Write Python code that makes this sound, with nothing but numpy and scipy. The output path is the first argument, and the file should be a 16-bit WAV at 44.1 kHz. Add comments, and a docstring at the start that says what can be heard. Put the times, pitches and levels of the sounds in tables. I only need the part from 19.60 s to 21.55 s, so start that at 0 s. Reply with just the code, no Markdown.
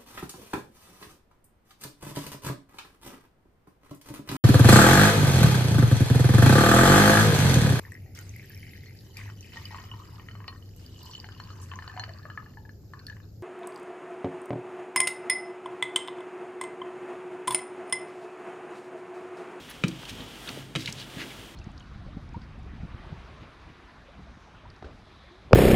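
"""In a quiet house, a person in heavy shoes walks past, close by, to the foot of a staircase.
Two heel strikes clack, and the walker's weight sets the wooden floor booming. Softer footfalls follow,
and the soles tick as they flex and scuff as they brush along. Clothes swish with the stride and a small
metal piece jingles once, over low room noise."""
import sys
import numpy as np
from scipy import signal
from scipy.fft import rfft, irfft, next_fast_len
from scipy.io import wavfile
from scipy.ndimage import map_coordinates

SR = 44100
rng = np.random.default_rng(int(sys.argv[2]) if len(sys.argv) > 2 else 0)


def wav_record(signal):
    """Record a signal, one row per channel, as 16-bit PCM in the file named by sys.argv[1]."""
    frames = np.transpose(np.atleast_2d(signal))
    bounded = np.clip(frames, -1, 1)
    # unit amplitude maps onto the largest positive 16-bit level
    quanta = np.round(bounded * 32767).astype(np.int16)
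    wavfile.write(sys.argv[1], SR, quanta)


N = 85995

# Heel contacts; the last two merge into one strike. A fade time is how long a sound takes to drop 60 dB.
# Each row: start in seconds, clack level in dB, ring level in dB, treble tilt in dB per octave,
# rise time in seconds, fade time in seconds, favoured pitch in Hz.
HEEL_HITS = [(0.2373, -22.5, -20.5, 0, 0.00075, 0.05, 2380),
             (1.1523, -17.5, -29.5, -1, 0.00047, 0.014, 3080), (1.157, -23.5, -29, 2, 0.0024, 0.047, 3850)]
# The tone colour of a clack. Each row: frequency in Hz, level in dB.
CLACK_COLOUR = [(40, -40), (200, 6.5), (520, 0), (900, -14), (1330, -9.5), (1800, -6.5), (2900, -2),
                (4000, -13.5), (5000, -16.5), (8000, -22), (15000, -51)]
# The notes a heel rings at. Each row: pitch in Hz, level in dB.
HEEL_NOTES = [(1330, -1.5), (2380, -4.5), (3080, -11), (3850, -8)]
# Weight landing on the floor. 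Each row: start in seconds, push level in dB, push pitch in Hz,
# push length in seconds, boom level in dB, favoured pitch in Hz.
LANDINGS = [(.2392, -14.5, 165.7, .015, -35, 167), (0.252, -34, 365, 0.017, -38, 310),
            (.283, -34, 332, 0.026, -41, 185), (0.504, -43, 105, 0.029, -43, 182),
            (.598, -36, 135, 0.011, -50, 248), (.899, -36, 250, 0.012, -49.5, 130),
            (.973, -28.5, 457, .005, -49, 134), (1.160, -23.5, 148, 0.02, -35.5, 305),
            (1.282, -32.5, 135, 0.015, -52.5, 131), (1.358, -38.5, 129, 0.03, -48, 133),
            (1.569, -28, 193, 0.0083, -43.5, 314), (1.77, -45.5, 99.6, 0.052, -67, 106)]
# The notes the floorboards ring at. Each row: pitch in Hz, level in dB, fade time in seconds.
BOARD_NOTES = [(105.4, -2, 0.54), (133.5, -6, 0.94), (158.3, -7, 0.3), (179.6, -5.5, 0.29),
               (223.4, -14.5, 0.58), (260.4, -3.5, 0.33), (318, -5.5, 0.27), (378, -18, 0.35),
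               (470, -13, .2), (527, -10, 0.096)]
# Soles flexing. Each row: start in seconds, level in dB, centre pitch in Hz, width in octaves,
# rise time in seconds, fade time in seconds.
SOLE_TICKS = [(0.2812, -30.5, 4600, 0.54, 0.00084, 0.024), (0.3123, -40, 3050, 0.21, .002, 0.035),
              (.4299, -40, 1110, 0.59, 0.0035, 0.036), (.4514, -39, 3480, 0.44, 0.002, 0.037),
              (.603, -39.5, 3340, 0.16, 0.0022, 0.061), (0.8736, -33, 3330, 0.19, 0.0039, 0.021),
              (0.8863, -30.5, 3260, 0.36, 0.0061, 0.012), (1.2057, -40, 3670, 0.45, .002, 0.022),
              (1.2579, -29, 3700, 0.42, 0.0009, 0.037), (1.273, -29.5, 2530, 0.45, 0.0042, 0.07),
              (1.287, -38, 730, 0.49, 0.0028, 0.016), (1.3251, -29.5, 5670, 0.41, 0.00033, 0.018)]
# Soles and trouser legs brushing. Each row: peak time in seconds, level in dB, centre pitch in Hz,
# width in octaves, half length in seconds.
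BRUSHES = [(0.106, -44, 1880, 0.82, 0.012), (0.497, -40, 3056, 0.75, 0.0091),
           (0.889, -41.5, 1410, 0.18, 0.0083), (1.217, -41.5, 2960, .7, 0.031),
           (1.295, -46.5, 4500, 0.57, 0.011), (1.405, -43, 3240, .55, 0.025),
           (1.612, -38.5, 2200, 0.57, 0.022), (1.615, -46, 305.6, 0.54, 0.056),
           (1.708, -46, 2440, 0.33, 0.012), (0.956, -52, 465, 1, 0.013), (0.614, -51.5, 473, 0.81, 0.042)]
# How loud the clothes rustle along the walk. Each row: time in seconds, level in dB.
RUSTLE_LEVELS = [(0, -48.5), (.14, -49), (.2, -51), (.36, -49), (.45, -46), (.62, -46), (.8, -49),
                 (.87, -45.5), (.98, -46.5), (1.06, -53), (1.14, -58.5), (1.2, -60), (1.36, -47),
                 (1.46, -51), (1.55, -45.5), (1.67, -48), (1.82, -48.5), (1.95, -53.5)]
# The tone colour of the rustle. Each row: frequency in Hz, level in dB.
RUSTLE_COLOUR = [(150, -27), (350, 4.5), (700, 3), (1200, -1), (2300, 0), (3200, 6.5), (4200, -3.5),
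                 (7000, -9.5), (11000, -16), (15500, -18.5)]
# Smooth fabric sliding. Each row: peak time in seconds, level in dB, half length in seconds.
FABRIC_SLIDES = [(0.887, -48.5, 0.1), (1.665, -52, 0.2)]
# The tone colour of a slide. Each row: frequency in Hz, level in dB.
SLIDE_COLOUR = [(1000, 10), (4000, 1.5), (9000, 0), (15500, -6)]
# Taps on the metal piece. Each row: start in seconds, level in dB.
METAL_TAPS = [(0.097, -43.5), (.101, -44), (0.107, -48)]
# The notes the metal rings at. Each row: pitch in Hz, level in dB, fade time in seconds.
METAL_NOTES = [(9440, -10, 0.048), (10100, 0.5, 0.055), (12200, -8, .035), (12400, -6, .035),
               (13020, -20, 0.034), (15150, -11, .06)]
# The tone colour of the room noise. Each row: frequency in Hz, level in dB.
ROOM_NOISE_COLOUR = [(20, -9), (35, -2), (55, -8), (75, -6), (130, -2), (280, -1.5), (600, -14.5),
                     (1500, -16), (2400, -20.5), (3100, -26), (4200, -28.5), (9000, -32.5), (15500, -42)]
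# Sound arriving sideways. Each row: frequency in Hz, level in dB relative to the middle.
SIDE_LEVELS = [(30, -34), (125, -19), (280, -16), (520, -12), (1000, -17.5), (2000, -69.5), (12000, -45.5)]

GRAINS_PER_S = 450  # how fast rubbing surfaces catch and slip


def heels():
    """A hard heel meets the floor: a dry clack with a brief ring, brighter when it lands on its edge."""
    out = np.zeros(N)
    for start, clack_db, ring_db, tilt, rise_s, fade_s, favoured_hz in HEEL_HITS:
        clack = noise(colour(tilted(CLACK_COLOUR, tilt)))
        out += amp(clack_db) * clack * burst(start, rise_s, fade_s)
        ring_fade_s = 0.021
        notes = [(hz, db, ring_fade_s) for hz, db in tilted(HEEL_NOTES, tilt)]
        out += amp(ring_db) * ring(start, favour(notes, favoured_hz), rise_s, scatter_db=0.7)
    return out


def floor():
    """The body's weight gives the floor a short push; the boards boom on, coloured by the spot hit."""
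    out = np.zeros(N)
    for start, push_db, push_hz, length_s, boom_db, favoured_hz in LANDINGS:
        push = np.sin(2 * np.pi * push_hz * since(start))
        out += amp(push_db) * swell(start + length_s / 2, length_s / 4) * push
        notes = favour(BOARD_NOTES, favoured_hz)
        out += amp(boom_db) * ring(start, notes, rise_s=0.0082, scatter_db=3)
    return out


def sole_ticks():
    """The soles tick and creak as they flex, each time with a short burst of noise."""
    return sum(amp(db) * noise(band(hz, octaves)) * burst(start, rise_s, fade_s)
               for start, db, hz, octaves, rise_s, fade_s in SOLE_TICKS)


def scuffs():
    """Soles and trouser legs catch and slip as they brush along, making grainy swells of noise."""
    out = np.zeros(N)
    for peak_s, db, hz, octaves, half_s in BRUSHES:
        rubbing = rng.standard_normal(N) * grains(depth_db=1.8)
        out += amp(db) * unit(filtered(rubbing, band(hz, octaves))) * swell(peak_s, half_s)
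    return out


def clothes():
    """Fabric rustles with the stride and hisses where it slides smoothly."""
    stride_db = np.interp(np.arange(N) / SR, *np.transpose(RUSTLE_LEVELS))
    flutter_db = 0.35 * wobble(points_per_s=28.4)
    rustle = unit(noise(colour(RUSTLE_COLOUR)) * grains(depth_db=1))
    sliding = sum(amp(db) * swell(peak_s, half_s) for peak_s, db, half_s in FABRIC_SLIDES)
    hiss = noise(colour(SLIDE_COLOUR)) * sliding
    return amp(stride_db + flutter_db) * rustle + hiss


def jingle():
    """A small metal piece rings from three taps so close that they make one jingle."""
    return sum(amp(db) * ring(start, METAL_NOTES, rise_s=0.002, scatter_db=2)
               for start, db in METAL_TAPS)


def hallway_echo(sound, level_db=-12):
    """A furnished hallway throws the sound back as a short, smooth echo."""
    tail = rng.standard_normal(N) * burst(start=0.0013, rise_s=0.001, fade_s=0.28)
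    return amp(level_db) * signal.fftconvolve(sound, tail / np.linalg.norm(tail))[:N]


def room_noise():
    """A low, steady rush, with a wavering hum made from a very narrow band of noise."""
    rush = amp(-49) * noise(colour(ROOM_NOISE_COLOUR))
    hum = amp(-57) * noise(band(centre_hz=53, octaves=0.07))
    return rush + hum


def ring(start, notes, rise_s, scatter_db):
    """A struck object rings with several fading notes, each at a slightly random level."""
    out = np.zeros(N)
    for hz, db, fade_s in notes:
        gain = amp(db + scatter_db * rng.standard_normal())
        out += gain * burst(start, rise_s, fade_s) * np.sin(2 * np.pi * hz * since(start))
    return out


def favour(notes, favoured_hz, boost_db=9):
    """Each contact drives the notes near one pitch harder."""
    closeness = band(favoured_hz, octaves=0.15)
    return [(hz, db + boost_db * closeness(hz), fade_s) for hz, db, fade_s in notes]


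def tilted(points, db_per_octave, pivot_hz=2000):
    """Make (Hz, dB) points brighter or duller."""
    return [(hz, db + db_per_octave * np.log2(hz / pivot_hz)) for hz, db in points]


def burst(start, rise_s, fade_s):
    """A loudness curve that rises straight up, then drops 60 dB every fade_s seconds."""
    age = since(start)
    return np.minimum(age / rise_s, 1) * amp(-60 * np.maximum(age - rise_s, 0) / fade_s)


def swell(peak_s, half_s):
    """A bell-shaped loudness curve."""
    return np.exp(-((np.arange(N) / SR - peak_s) / half_s) ** 2 / 2)


def grains(depth_db):
    """The fast flicker in loudness of surfaces that catch and slip."""
    return amp(depth_db * wobble(GRAINS_PER_S))


def wobble(points_per_s):
    """A smooth curve through random points."""
    return map_coordinates(rng.standard_normal(N // 8), [np.arange(N) * points_per_s / SR], mode="wrap")


def colour(points):
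    """A filter curve through (Hz, dB) points."""
    point_hz, db = np.transpose(points)
    return lambda hz: amp(np.interp(np.log(hz + 1), np.log(point_hz + 1), db))


def band(centre_hz, octaves, steepness=4):
    """A filter curve that peaks at one pitch and falls away softly on both sides."""
    return lambda hz: (1 + (np.log2((hz + 1) / centre_hz) / octaves) ** 2 / steepness) ** (-steepness / 2)


def filtered(sound, curve):
    """Turn each frequency up or down as the filter curve says."""
    size = next_fast_len(N + SR // 2)
    return irfft(rfft(sound, size) * curve(np.fft.rfftfreq(size, 1 / SR)), size)[..., :N]


def noise(curve):
    """Filtered noise with an average (rms) level of 1."""
    return unit(filtered(rng.standard_normal(N), curve))


def unit(sound):
    """Scale to an average (rms) level of 1."""
    return sound / np.sqrt(np.mean(sound ** 2) + 1e-20)


def since(start):
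    """Seconds since the start, zero before it."""
    return np.maximum(np.arange(N) / SR - start, 0)


def amp(db):
    """Turn decibels into a gain."""
    return 10 ** (np.asarray(db) / 20)


def scene():
    """Mix to left and right: nearly mono, with a little width from sound that arrives sideways."""
    walker = heels() + sole_ticks() + scuffs() + clothes() + jingle()
    middle = walker + hallway_echo(walker) + floor() + room_noise()
    side = filtered(middle, lambda hz: 1j * colour(SIDE_LEVELS)(hz))  # 1j shifts by a quarter cycle
    return np.array([middle + side, middle - side])


def record(dry):
    """The microphone thins the deep bass and keeps nothing above its top frequency."""
    low_cut_hz, top_hz = 44, 15800
    return filtered(dry, lambda hz: (hz < top_hz) * hz ** 2 / np.hypot(hz ** 2, low_cut_hz ** 2))


dry = scene()
out = record(dry)
wav_record(out)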